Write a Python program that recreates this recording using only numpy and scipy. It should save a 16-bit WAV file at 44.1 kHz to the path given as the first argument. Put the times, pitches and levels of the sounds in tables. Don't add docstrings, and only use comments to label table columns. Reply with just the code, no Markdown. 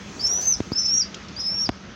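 import sys
import numpy as np
from scipy import signal
from scipy.fft import rfft, irfft, next_fast_len
from scipy.io import wavfile
from scipy.ndimage import uniform_filter1d, minimum_filter1d, map_coordinates

SR = 44100
rng = np.random.default_rng(int(sys.argv[2]) if len(sys.argv) > 2 else 0)


def wrap_up_sound(samples):
    columns = np.atleast_2d(samples).T
    tamed = np.clip(columns, -1, 1)
    steps = np.round(tamed * 32767).astype(np.int16)
    wavfile.write(sys.argv[1], SR, steps)


N = 85995

# [t/s, f/Hz, level/dB before port colour, hoarseness/(0-1)]
PEEP_CONTOURS = [
    [(0.188, 4710, -49, 0.2), (0.198, 4637, -32.5, 0.12), (0.206, 4600, -35.5, 0.12),
     (0.218, 4954, -29.5, 0), (0.224, 5040, -48, 0.12), (0.226, 5267, -30.5, 0.2), (0.232, 5175, -28, 0.12),
     (0.238, 5270, -27, 0.12), (0.244, 5262, -17.5, 0.14), (0.292, 5567, -26.5, 0.22),
     (0.326, 5776, -23, 0.22), (0.386, 5980, -26.5, 0.22), (0.408, 5850, -31, 0.22),
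     (0.418, 6184, -30.5, 0.2), (0.464, 6202, -29, 0.2), (0.476, 6230, -18, 0.07), (0.52, 6130, -21, 0.15),
     (0.528, 5894, -17, 0.01), (0.532, 5867, -32, 0.2), (0.538, 5625, -18, 0.2), (0.548, 4945, -29, 0.2),
     (0.556, 5087, -34.5, 0.2)],
    [(0.715, 4430, -54.5, 0.06), (0.721, 4513, -37.5, 0.09), (0.728, 4600, -40, 0.1),
     (0.736, 5145, -26.5, 0.06), (0.746, 5166, -48, 0.1), (0.76, 5252, -24.5, 0.1), (0.808, 5440, -22.5, 0),
     (0.814, 5261, -23, 0.06), (0.828, 5280, -29.5, 0.1), (0.844, 5192, -29.5, 0.1),
     (0.856, 5296, -24, 0.06), (0.862, 5330, -20.5, 0.1), (0.876, 5247, -25, 0.05),
     (0.92, 5577, -22.5, 0.1), (0.996, 5714, -18.5, 0.1), (1.012, 5400, -19.5, 0.05),
     (1.016, 4970, -34, 0.05), (1.02, 5014, -19, 0.1), (1.032, 4564, -28.5, 0.05), (1.04, 4944, -41, 0.05)],
    [(1.358, 4650, -65, 0.1), (1.366, 4680, -32.5, 0), (1.376, 4860, -39, 0), (1.4, 5136, -30.5, 0.04),
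     (1.432, 5060, -32.5, 0.13), (1.462, 5260, -27, 0.13), (1.482, 5130, -25.5, 0), (1.5, 5347, -27, 0.13),
     (1.566, 5540, -29.5, 0.13), (1.604, 5424, -23.5, 0.06), (1.62, 5597, -25.5, 0.13),
     (1.642, 5590, -25, 0), (1.654, 5300, -27, 0.1), (1.67, 4680, -29, 0.09), (1.68, 4790, -85, 0.04)],
]
# [t/s, rate f/Hz, first side tone level/dB, step to each further side tone level/dB,
# unevenness of rate f/Hz]
THROAT_FLUTTER = [(.19, 501.2, -35, -11, 40), (0.207, 567.4, -3, -15, 40), (0.223, 348.4, -5.5, -16, 45),
                  (0.257, 250, -37, -13, 40), (.266, 450, -8, -17, 110), (.28, 900, -11.5, -15, 130),
                  (.29, 1284, -12, -27, 30), (.304, 2487, -27.5, -28.5, 26), (.31, 2770, -55, -31, 30),
                  (.402, 503.3, -47.5, -7, 230), (0.413, 700, -13, -8.5, 300), (.45, 797, -16.5, -8.5, 300),
                  (.468, 807, -24, -13, 37), (.475, 1006, -22.5, -10.5, 40), (.492, 1905, -24, -19, 27),
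                  (.5, 1974, -59.5, -18, 35), (.712, 450, -5.5, -11, 60), (0.729, 398, 3, -6.5, 60),
                  (.74, 245, -27, -15, 30), (.762, 248, -32, -14.5, 18), (.772, 295, -11.5, -18, 18),
                  (0.796, 544, -2.5, -20, 41), (.815, 503, -10.5, -12, 47), (.83, 331, -6, -8, 69),
                  (0.851, 329, -1, -17, 18), (.858, 599, -8, -15.5, 60), (.875, 799, -8.5, -15, 70),
                  (.888, 1806, -31.5, -19, 35), (.897, 650, -23, -16, 17), (0.926, 783, -38.5, -12, 15),
                  (0.944, 724, -9, -19, 9), (.968, 546, -12, -11, 9.9), (.998, 600, -12, -10.5, 15),
                  (1.015, 657, -27, -9.5, 35), (1.031, 700, -44, -9, 40), (1.385, 200, -27, -12, 38),
                  (1.398, 377, -5, -15, 33), (1.409, 483, -6, -12, 15), (1.424, 504, -8.5, -13.5, 35),
                  (1.432, 397, -34, -11, 20), (1.45, 323, -11.5, -10.5, 15), (1.474, 353.5, -19.5, -21, 15),
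                  (1.56, 356, -34, -12, 20), (1.602, 450, -19, -10, 13), (1.62, 700, -19.5, -18, 15),
                  (1.651, 700, -28, -17, 22), (1.675, 996, -23.5, -15, 30)]
OVERTONE_SWING = [1.3, 0.98, .45]
# [t/s, push level/dB, decay time/ms]
CASE_CONTACTS = [(0.6041, -6.5, 0.41), (0.6071, -15.5, 0.66), (0.6133, -21.5, 1.6), (0.7184, -16, 0.38),
                 (0.7192, -10, 0.3), (1.6914, -1.5, 0.075), (1.6925, -4.5, 0.39), (1.6941, -7.5, 0.095),
                 (1.6955, -4, 0.22), (1.7009, -23, 1.5)]
# [f/Hz, width f/Hz, level/dB]
CASE_MODES = [(77.4, 90, -2.5), (277, 129, 2), (450, 200, -1.5), (837, 890, -6), (4000, 7800, -1.5)]
# [t/s, decay time/s, level/dB before grain and envelope, centre f/Hz,
# half-width/octaves]
FEATHER_RUSTLES = [(0.337, 0.0022, -37.5, 14400, 0.4), (.405, 0.052, -37, 5320, 0.3),
                   (0.405, 0.036, -46, 14300, 0.64), (0.604, 0.003, -37, 2500, 0.83),
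                   (0.72, 0.0012, -45, 11000, 0.8), (.733, .002, -49, 15000, .15),
                   (1.143, 0.0033, -32.5, 3020, 0.37), (1.144, 0.0044, -32, 5800, 0.37),
                   (1.148, 0.015, -39.5, 4000, 0.58), (1.283, 0.0091, -38.5, 4170, 0.61),
                   (1.718, 0.0032, -48, 3800, 0.6)]
# [f/Hz, level/dB]
PORT_COLOUR = [(4000, 1), (6200, 2), (7200, -3), (8800, -10), (10500, -6.5), (13000, -0.5), (14000, -3),
               (15200, 4)]
# [f/Hz, level/dB per Hz]
HUSH_SPECTRUM = [(28, -13.5), (45, 0), (70, 2.5), (185, -2.5), (420, -5), (520, -9), (911, -12),
                 (1400, -9.5), (2610, -13), (4870, -17), (6300, -14.5), (7300, -28.5), (8300, -41),
                 (9800, -51), (14000, -59.5), (16000, -44)]
# [t/s, level/dB before HUSH_LIFT_DB, low mids boost/dB, treble boost/dB]
HUSH_COURSE = [(0.0, -46.5, 0.5, 5.5), (0.314, -45.5, 6, 11.5), (0.82, -47.5, -1, 4),
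               (1.042, -46, -0.5, -1), (1.95, -49, 2.5, -7.5)]
# [f/Hz, half-width f/Hz, level/dB]
HUM_BANDS = [(97, 41, -54.5), (200, 25.3, -46), (1276, 10, -60)]

JITTER_HZ, SHIMMER_DB, HOARSE_KNOTS_PER_S = 26.5, 1, 700
LOWER_SIDE_DB = -20
RAGGED_PER_HZ, RAGGED_KNOTS_PER_S = .005, 159.8
OVERTONE_DB = [-28.5, -36, -28]
THIRD_DB = -20.5
OVERTONE_SIDES_HZ = 900
RASP_DB, RASP_HZ, RASP_HALF_WIDTH_HZ = -38, 12500, 1300
YARD_DB, YARD_T60_S, YARD_GAP_S, YARD_DULL_HZ = -12, 0.17, 0.012, 10000
TIP_SHARE = .15
RUSTLE_EDGE_SHARE, GRAIN_DB = 0.27, 3.5
LOW_MIDS_HZ, TREBLE_HZ, HUSH_LIFT_DB = 700, 6800, 6
LOW_CUT_HZ, TOP_HZ = 48.5, 15900
DUCK_OVER, DUCK_HOLD_S = 0.2, 0.017


def amp(db):
    return 10 ** (np.asarray(db) / 20)


def unit(x):
    return x / np.sqrt(np.mean(x ** 2) + 1e-20)


def wobble(rate):
    knots = rng.standard_normal(int(N * rate / SR) + 4)
    return map_coordinates(knots, [np.arange(N) * rate / SR])


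def complex_wobble(rate):
    return wobble(rate) + 1j * wobble(rate)


def filtered(x, response):
    m = next_fast_len(N + SR // 2)
    return irfft(rfft(x, m) * response(np.fft.rfftfreq(m, 1 / SR)), m)[:N]


def gate(t, start, end, fade):
    return np.sin(np.pi / 2 * np.clip(np.minimum(t - start, end - t) / fade, 0, 1)) ** 2


def chick():
    t = np.arange(N) / SR
    when, hz, level_db, hoarse = np.transpose(np.vstack(PEEP_CONTOURS))
    gates = [gate(t, p[0][0] - .003, p[-1][0] + 0.0041, 0.0075) for p in PEEP_CONTOURS]
    pitch = np.interp(t, when, hz) + JITTER_HZ * wobble(300)
    whistle = np.exp(2j * np.pi * np.cumsum(pitch) / SR)

    flutter_when, *columns = np.transpose(THROAT_FLUTTER)
    rate, first_db, next_db, uneven = [np.interp(t, flutter_when, c) for c in columns]
    turn = np.exp(2j * np.pi * np.cumsum(rate + uneven * wobble(400)) / SR)
    strength = amp(first_db + 0.97 * wobble(120))
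    upper_sides = turn / (1 - np.minimum(amp(next_db), .8) * turn)
    sides = strength * (upper_sides + amp(LOWER_SIDE_DB) / turn)
    sides = sides * (1 + np.minimum(RAGGED_PER_HZ * uneven, .7) * complex_wobble(RAGGED_KNOTS_PER_S))
    tone = (1 + sides) * whistle

    blur = np.interp(t, when, np.clip(hoarse, 0, 1)) * complex_wobble(HOARSE_KNOTS_PER_S)
    swing = sum(g * k for g, k in zip(gates, OVERTONE_SWING))
    slow_sides = sides / (1 + (rate / OVERTONE_SIDES_HZ) ** 4)
    base = (1 + 0.51 * blur + slow_sides * swing) * whistle
    overtone_gain = sum(g * amp(d) for g, d in zip(gates, OVERTONE_DB))
    overtones = overtone_gain * (base ** 2 + amp(THIRD_DB) * base ** 3)

    noise = rng.standard_normal(N)
    air = unit(filtered(noise, lambda f: 1 / (1 + ((f - RASP_HZ) / RASP_HALF_WIDTH_HZ) ** 2)))
    rasp = amp(RASP_DB + first_db + 3 * wobble(90)) * air
    loudness = amp(np.interp(t, when, level_db) + SHIMMER_DB * wobble(150))
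    voice = (1 + blur) * (sum(gates) * (tone + rasp) + overtones) * loudness
    return np.sqrt(2) * voice.real


def yard(x):
    t = np.arange(SR // 3) / SR
    tail = rng.standard_normal(len(t)) * amp(-60 * t / YARD_T60_S) * (t > YARD_GAP_S)
    echo = signal.fftconvolve(x, tail / np.linalg.norm(tail))[:N]
    return amp(YARD_DB) * filtered(echo, lambda f: 1 / (1 + (f / YARD_DULL_HZ) ** 4))


def knocks():
    t = np.arange(N) / SR
    push = sum(amp(db) * np.exp(-np.hypot((t - s) * 1000 / ms, TIP_SHARE)) for s, db, ms in CASE_CONTACTS)

    def modes(f):
        total = 0
        for k, (centre, width, db) in enumerate(CASE_MODES):
            sign = -1 if k == 0 else 1
            damping = 1j * f * width
            total = total + sign * amp(db) * damping / (centre * centre - f * f + damping)
        return total

    return filtered(push, modes)


def rustles():
    t, out = np.arange(N) / SR, np.zeros(N)
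    for s, decay, db, hz, octaves in FEATHER_RUSTLES:
        noise = rng.standard_normal(N)
        puff = unit(filtered(noise, lambda f: np.exp(-.5 * (np.log2((f + 1) / hz) / octaves) ** 4)))
        window = gate(t, s, s + 2 * decay, RUSTLE_EDGE_SHARE * decay)
        shape = window * np.exp(-np.clip(t - s, 0, 1) / decay)
        out += puff * shape * amp(db + GRAIN_DB * wobble(440))
    return out


def hush():
    t = np.arange(N) / SR
    z = signal.stft(rng.standard_normal(N), nperseg=512)[2]
    patches = uniform_filter1d(uniform_filter1d(rng.standard_normal(z.shape), 5, 0), 10, 1)
    noise = signal.istft(z * amp(2.0 * unit(patches)), nperseg=512)[1][:N]
    f, db = np.transpose(HUSH_SPECTRUM)
    air = unit(filtered(noise, lambda hz: amp(np.interp(np.log(hz + 1), np.log(f), db, left=-60))))

    s, level_db, mids_db, treble_db = np.transpose(HUSH_COURSE)
    mids = filtered(air, lambda hz: np.exp(-2 * np.log2((hz + 1) / LOW_MIDS_HZ) ** 2))
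    treble = filtered(air, lambda hz: 1 / (1 + (TREBLE_HZ / (hz + 1)) ** 16))
    for part, boost_db in [(mids, mids_db), (treble, treble_db)]:
        air = air + part * (amp(np.interp(t, s, boost_db)) - 1)
    return air * amp(np.interp(t, s, level_db) + HUSH_LIFT_DB)


def hum():
    out = np.zeros(N)
    for centre, width, db in HUM_BANDS:
        noise = rng.standard_normal(N)
        out += amp(db) * unit(filtered(noise, lambda hz: 1 / (1 + ((hz - centre) / width) ** 2)))
    return out


def scene():
    bird = chick()
    close = bird + yard(bird) + knocks() + rustles()
    coloured = filtered(close, lambda f: amp(np.interp(f, *np.transpose(PORT_COLOUR))))
    return (coloured + hush() + hum())[None]


def record(dry):
    x = signal.sosfilt(signal.butter(4, LOW_CUT_HZ, 'high', fs=SR, output='sos'), dry[0])
    need = np.minimum(1, np.sqrt(DUCK_OVER / (np.abs(x) + 1e-9)))
    hold = round(DUCK_HOLD_S * SR)
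    delayed = np.pad(need, (hold // 2 + 150, 0), constant_values=1)
    held = minimum_filter1d(delayed, size=hold)[:N]
    gain = uniform_filter1d(held, size=200)
    return filtered(x * gain, lambda hz: hz < TOP_HZ)[None]


dry = scene()
out = record(dry)
wrap_up_sound(out)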